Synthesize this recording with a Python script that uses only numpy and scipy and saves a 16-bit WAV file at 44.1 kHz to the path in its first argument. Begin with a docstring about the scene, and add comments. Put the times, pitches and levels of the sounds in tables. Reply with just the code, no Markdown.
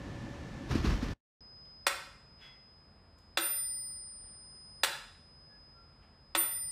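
"""In a bedroom where a fan hums, a cat pounces onto a duvet: paws thump, the mattress shakes
and the cloth rustles. That scene fades out, and a living room opens with a low rumble of air.
There a pendulum metronome ticks slowly on the tiled floor. Its escapement (the catch that
stops and frees a toothed wheel) knocks the plastic case, and every second beat also strikes
a small bell, whose middle note lingers and throbs. Paws scuff faintly."""
import sys
import numpy as np
from scipy import signal
from scipy.fft import rfft, irfft, next_fast_len
from scipy.io import wavfile
from scipy.ndimage import map_coordinates

SR = 44100
rng = np.random.default_rng(int(sys.argv[2]) if len(sys.argv) > 2 else 0)


def wav_record(signal):
    """Record a signal, one row per channel, as 16-bit PCM in the file named by sys.argv[1]."""
    frames = np.transpose(np.atleast_2d(signal))
    bounded = np.clip(frames, -1, 1)
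    # unit amplitude maps onto the largest positive 16-bit level
    quanta = np.round(bounded * 32767).astype(np.int16)
    wavfile.write(sys.argv[1], SR, quanta)


N = 296071


def amp(db):
    """Turn decibels into a gain."""
    return 10 ** (np.asarray(db) / 20)


def unit(x):
    """Scale a sound to an average strength (rms) of 1."""
    return x / np.sqrt(np.mean(x ** 2) + 1e-20)


def clock():
    """The time of every sample, in seconds."""
    return np.arange(N) / SR


def along(points, hz):
    """Read between (frequency, value) points on a pitch-like log scale."""
    frequencies, values = np.transpose(points)
    return np.interp(np.log(hz + 1), np.log(frequencies + 1), values)


def wobble(rate):
    """A smooth curve through `rate` random values a second."""
    return map_coordinates(rng.standard_normal(int(N * rate / SR) + 4), [np.arange(N) * rate / SR])


def noise(spectrum, size=N):
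    """Noise of strength 1, shaped by (frequency, level) points."""
    padded = next_fast_len(size + 8192)
    gains = amp(along(spectrum, np.fft.rfftfreq(padded, 1 / SR)))
    return unit(irfft(rfft(rng.standard_normal(size), padded) * gains, padded)[:size])


def add(track, s, sound):
    """Mix a sound in, starting at s seconds."""
    part = track[max(round(s * SR), 0):][:len(sound)]
    part += sound[:len(part)]


# The fan's rushing air: (frequency [Hz], relative level [dB])
FAN_RUSH = [(15, -30.5), (25, -1), (128, -0.5), (167, -5.5), (301, -5.5), (415, -16.5), (573, -15),
            (655, -19.5), (729, -16.5), (1580, -25), (1720, -23), (2020, -25), (6200, -35.5), (11500, -52),
            (15000, -64)]
# The fan's hum: (pitch [Hz], relative level [dB])
FAN_TONES = [(301.5, -62), (565.2, -57.5), (1680, -72), (1728, -61.5), (1776, -61)]


def bedroom_fan(air_db=-43, hum_db=-3, waver=.5):
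    """A fan pushes air and hums a few unsteady tones."""
    hum = np.zeros(N)
    for hz, db in FAN_TONES:
        phase = 2 * np.pi * hz * clock() + waver * wobble(17.1)
        hum += amp(db + hum_db) * np.sqrt(2) * np.sin(phase)
    return amp(air_db) * noise(FAN_RUSH) + hum


# The living room's rumble and hiss, both: (frequency [Hz], relative level [dB])
VENT_RUMBLE = [(25, -6.5), (44, 6), (62, -1), (82, 5.5), (115, -7), (140, 2), (175, -6.5), (205, -3.5),
               (290, -12.5), (560, -13), (1250, -16.5), (1700, -20.5), (2700, -29.5), (4500, -52.5),
               (8000, -100)]
AIR_HISS = [(1500, 2.5), (3000, 6), (4700, 2.5), (6000, -22), (7000, -7.5), (9500, -0.5), (11000, -13.5),
            (15000, -30)]


def living_room_air(rumble_db=-61, hiss_db=-79):
    """Ventilation rumbles softly under a thin hiss."""
    rumble = amp(rumble_db + 0.67 * wobble(5.4)) * noise(VENT_RUMBLE)
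    return rumble + amp(hiss_db) * noise(AIR_HISS)


# How long the echo lasts: (frequency [Hz], fade time [s]). A fade time, or t60, is a fall of 60 dB.
ECHO_FADE = [(200, 0.57), (700, 0.53), (2000, 0.59), (5000, 0.59), (8000, 0.52), (14000, 0.35)]
# What the walls send back: (frequency [Hz], relative level [dB])
ECHO_COLOUR = [(200, 5.5), (600, 2), (1500, 5), (4000, 1.5), (8000, 1.5), (14000, 3)]


def room_echo(sound, gap_s=.009):
    """Sound bounces around the tiled room; each frequency dies at its own speed."""
    hz, t, spectrum = signal.stft(rng.standard_normal(SR * 3 // 4), SR, nperseg=256)
    level_db = along(ECHO_COLOUR, hz)[:, None] - 60 * t / along(ECHO_FADE, hz)[:, None]
    tail = signal.istft(spectrum * amp(level_db), SR, nperseg=256)[1]
    tail = np.pad(tail / np.linalg.norm(tail), (round(gap_s * SR), 0))
    return signal.fftconvolve(sound, tail)[:len(sound)]


# Paws scuffing the tiles: (time [s], level [dB], swell time [s], strongest frequency [Hz])
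PAW_SCUFFS = [(1.656, -68.5, 0.0049, 3460), (2.441, -60, 0.043, 2800), (3.188, -70.5, 0.0065, 7500),
              (4.25, -80, 0.074, 3030), (6.034, -71.5, 0.023, 2500)]
# Thin squeaks: (time [s], level [dB], swell time [s], pitch [Hz])
THIN_SQUEAKS = [(5.534, -70.5, 0.044, 1691), (5.796, -61.5, 0.038, 1367)]
# The notes a light scrape sets ringing: (pitch [Hz], level [dB], fade time [s])
SCRAPE_NOTES = [(1530, -59, 0.19), (2050, -64, .45), (2340, -63, .35), (3358, -50, 0.25)]


def scuffs_and_squeaks(scrape_s=2.41, scrape_rise_s=0.011, echo_db=-2, waver=.6):
    """Soft scuffs, thin squeaks and one ringing scrape, blurred by the room."""
    out, t = np.zeros(N), clock()
    swell = lambda s, db, width: amp(db) * np.exp(-((t - s) / width) ** 2)
    tone = lambda hz: np.sin(2 * np.pi * hz * t + waver * wobble(40))
    for s, db, width, hz in PAW_SCUFFS:
        rub = noise([(hz / 8, -14), (hz / 2, -4), (hz, 0), (hz * 2, -16), (hz * 6, -38)])
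        out += swell(s, db, width) * rub
    for s, db, width, hz in THIN_SQUEAKS:
        out += swell(s, db, width) * tone(hz)
    ring = sum(amp(db - 60 * t / t60) * tone(hz) for hz, db, t60 in SCRAPE_NOTES)
    add(out, scrape_s, ring * (1 - np.exp(-t / scrape_rise_s)))
    return out + amp(echo_db) * room_echo(out)


def press(s, hold_s, rise_db_per_s, fall_db_per_s):
    """A paw's push: a gain that rises up to time s, holds, then falls."""
    t = clock() - s
    return amp(rise_db_per_s * np.minimum(t, 0) - fall_db_per_s * np.maximum(t - hold_s, 0))


# The mattress's shudder and the duvet's rustle, both: (frequency [Hz], relative level [dB])
MATTRESS_SHAKE = [(13, -40), (22, 10.5), (53, 3), (155, -4), (289, -9.5), (330, -6), (474, -50.5),
                  (700, -35), (910, -56.5), (1540, -120)]
DUVET_RUSTLE = [(250, -25.5), (400, 2.5), (650, -7.5), (1150, -4.5), (2200, -9.5), (3500, -13.5),
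                (5500, -15), (8000, -29), (12000, -33.5), (15500, -42.5)]
# Paws landing on the bed: (time [s], relative thump level [dB], thump pitch [Hz],
# thump fade time [s], mattress level [dB], cloth level [dB], slide length [s])
PAW_LANDINGS = [(0.711, -30, 126, 0.083, -30, -41, .012), (0.754, -13, 267, 0.02, -29.5, -42.5, 0.025),
                (0.844, -24.5, 194.6, 0.051, -29, -44, 0.0087), (0.856, -24, 60.8, 0.12, -30, -41, 0.06),
                (1.027, -23.5, 235, 0.037, -35, -45, 0.014), (1.084, -39, 69.7, 0.056, -41.5, -51.5, 0.029)]


def pounce(thump_rise_s=0.0027, slap_db=3, slap_t60=0.078):
    """Each paw thumps, shakes the mattress and slaps the duvet, which rustles as the paw slides."""
    out, shake, rustle = np.zeros((3, N))
    t = clock()[:SR // 4]
    for s, db, hz, t60, mattress_db, cloth_db, slide_s in PAW_LANDINGS:
        thump_gain = 2 * amp(db - 60 * t / t60) * (1 - np.exp(-t / thump_rise_s))
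        add(out, s, thump_gain * np.sin(2 * np.pi * hz * t))
        slap_gain = amp(cloth_db + slap_db - 60 * t / slap_t60)
        add(out, s, slap_gain * noise(DUVET_RUSTLE, len(t)))
        # the mattress gives, then comes to rest
        sink = press(s, slide_s, rise_db_per_s=898, fall_db_per_s=129)
        shake = np.hypot(shake, amp(mattress_db) * sink)
        # the duvet is brushed just before the landing and relaxes after the slide
        brush = press(s, slide_s, rise_db_per_s=502, fall_db_per_s=127)
        rustle = np.hypot(rustle, amp(cloth_db) * brush)
    folds = amp(1.16 * wobble(250) + 0.6 * wobble(44.7))  # quick crumples, slower folds
    return out + shake * noise(MATTRESS_SHAKE) + rustle * unit(folds * noise(DUVET_RUSTLE))


# The notes a knock sets ringing in the case and its steel works, and at 9200 Hz in the bell: (pitch [Hz],
# relative level [dB], fade time [s])
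CASE_NOTES = [(338.7, -21.5, 0.067), (440, -16, 0.023), (562.5, -11.5, 0.076), (755, -10, 0.039),
              (908, -7.5, 0.034), (1087, -6, 0.025), (1311.5, -11, 0.08), (1430, -2, 0.019),
              (1540, -3.5, 0.02), (1718, -4.5, 0.018), (1897, -10.5, 0.058), (2453, -7, 0.039),
              (2713, -1.5, 0.024), (3425, -3, 0.022), (3503, 1, 0.02), (3784, -5, .02), (4030, -9, 0.067),
              (4750, -1, 0.017), (5500, -33.5, .025), (7420, -16, 0.062), (8160, -14, 0.047),
              (9200, -15.5, .09)]
# The plastic's dry clack: (frequency [Hz], relative level [dB])
PLASTIC_CLACK = [(220, -25), (550, -6.5), (1400, 15), (2100, 16), (3800, -42), (5500, -10), (7000, -31.5),
                 (15000, -53)]


def case_knock(t, tilt, rise_s=0.0016, scatter_db=1.73, clack_db=-7, clack_t60=.05):
    """One knock makes the metronome's case clack and ring, never quite the same way twice."""
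    hz, db, t60 = np.transpose(CASE_NOTES)[:, :, None]
    tilt_db = lambda f: tilt * np.log2(f / 2000)  # a negative tilt dulls the knock
    strength = amp(db + tilt_db(hz) + scatter_db * rng.standard_normal(hz.shape) - 60 * t / t60)
    facing = (-1) ** np.arange(len(CASE_NOTES))[:, None]  # neighbouring notes push the air opposite ways
    ring = (facing * strength * np.sin(2 * np.pi * hz * t)).sum(0)
    ring /= np.sqrt(np.mean(ring[:SR // 100] ** 2))  # strength 1 over the first 10 ms
    clack = noise([(f, level + tilt_db(f)) for f, level in PLASTIC_CLACK], len(t))
    clack *= amp(clack_db - 60 * t / clack_t60)
    return (ring + clack) * (1 - np.exp(-t / rise_s))


# Steel snapping against steel: (frequency [Hz], relative level [dB])
STEEL_SNAP = [(300, -26), (1200, 3), (4500, 2.5), (6500, -3.5), (7900, 0), (9000, -4), (12000, -10),
              (15000, -8.5), (16000, -30.5)]
# The metronome's beats: (time [s], level [dB], relative snap level [dB],
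# relative rebound level [dB], treble tilt [dB per octave])
BEATS = [(1.8659, -23, 7.5, -8.5, -0.5), (3.3717, -24.5, 4.5, -7, -1), (4.8330, -23, 9, -8, -0.76),
         (6.3490, -25, 5, -10, -1)]


def ticks(snap_t60=0.053, snap_lag_s=0.001384, snap_rise_s=0.0006, rebound_s=.0105, echo_db=-6):
    """The catch drops on the toothed wheel, snaps into place and bounces once."""
    out, t = np.zeros(N), np.arange(SR * 3 // 4) / SR
    snap_shape = amp(-60 * t / snap_t60) * (1 - np.exp(-t / snap_rise_s))
    snap = lambda: snap_shape * noise(STEEL_SNAP, len(t))
    for s, db, snap_db, rebound_db, tilt in BEATS:
        beat = case_knock(t, tilt)
        add(beat, snap_lag_s, amp(snap_db - 7) * snap())
        rebound = amp(-5) * case_knock(t, tilt) + amp(snap_db - 3) * snap()  # less case, more steel
        add(beat, rebound_s + .0004 * rng.standard_normal(), amp(rebound_db) * rebound)
        add(out, s, amp(db) * (beat + amp(echo_db) * room_echo(beat)))
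    return out


# The bell's five notes: (pitch [Hz])
BELL_PITCHES = [1978, 4011, 5033.1, 9130.1, 13953.4]
# How each note rings with its slightly higher twin:
# (relative level [dB], fade time [s], swell time [s], throb rate [Hz], twin strength [ratio])
BELL_NOTES = [(-52.5, 1.4, 0.032, 16, 1), (-61.5, 0.68, .01, 9, .3), (-47.5, 10.83, 0.094, 1.108, 0.36),
              (-29.5, 2.25, 0.15, 1.6, 0.083), (-26.5, 0.7, 0.13, 3, 0.54)]
# Hammer strikes; the first falls before the living room opens, leaving its middle note ringing:
# (time [s], level [dB], high-note boost [dB], early high-note flare [dB], case boom level [dB])
BELL_STRIKES = [(.33, 0, -45.5, 0, -60), (3.376, 0, 3.5, 5.5, -32.5), (6.353, -0.5, 2.5, 13.5, -30)]


def bell(flare_s=0.039, flare_width_s=0.042, flutter_db=3.5, settle_s=0.17, boom_hz=333, boom_t60=0.2):
    """Twin tones throb as they drift in and out of step; their level flutters just after a strike."""
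    out = np.zeros(N)
    for s, db, high_db, flare_db, boom_db in BELL_STRIKES:
        t = np.arange(N - round(s * SR)) / SR
        bright_db = high_db + flare_db * np.exp(-((t - flare_s) / flare_width_s) ** 2)
        for hz, (note_db, t60, swell_s, throb_hz, twin) in zip(BELL_PITCHES, BELL_NOTES):
            is_high = hz > 7000
            pair = np.sin(2 * np.pi * hz * t) - twin * np.sin(2 * np.pi * (hz + throb_hz) * t)
            shimmer = 2 * is_high * wobble(700)  # the high notes shimmer roughly just after each strike
            flutter = (flutter_db * wobble(70) + shimmer)[:len(t)] * np.exp(-t / settle_s)
            level_db = db + note_db + flutter + bright_db * is_high - 60 * t / t60
            add(out, s, amp(level_db) * (1 - np.exp(-t / swell_s)) * pair)
        # the hammer's recoil booms in the hollow case
        boom_gain = amp(boom_db - 60 * t / boom_t60) * (1 - np.exp(-t / 0.014))
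        add(out, s, boom_gain * np.sin(2 * np.pi * boom_hz * t))
    return out


def cut_bass(sound, low_hz=35):
    """Take away the deepest bass."""
    return signal.sosfilt(signal.butter(8, low_hz, "high", fs=SR, output="sos"), sound)


def scene(fade_at_s=1.135, open_at_s=1.407, drop_db_per_s=5000, fade_db_per_s=550):
    """The bedroom drops in level and dies away; after a short silence the living room opens."""
    t = clock()
    fading_s = np.maximum(t - fade_at_s, 0)
    drop_db = np.maximum(-drop_db_per_s * fading_s, -20)
    fade_out = amp(drop_db - fade_db_per_s * fading_s)
    fade_in = np.clip((t - open_at_s) / 0.00041, 0, 1)
    metronome = ticks() + bell()
    bedroom = cut_bass(bedroom_fan() + pounce())
    living_room = cut_bass(metronome + scuffs_and_squeaks() + living_room_air())
    return (fade_out * bedroom + fade_in * living_room)[None]


def record(dry):
    """Take away the highest treble, above 15450 Hz."""
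    return signal.sosfilt(signal.cheby1(14, .1, 15450, fs=SR, output="sos"), dry)


dry = scene()
out = record(dry)
wav_record(out)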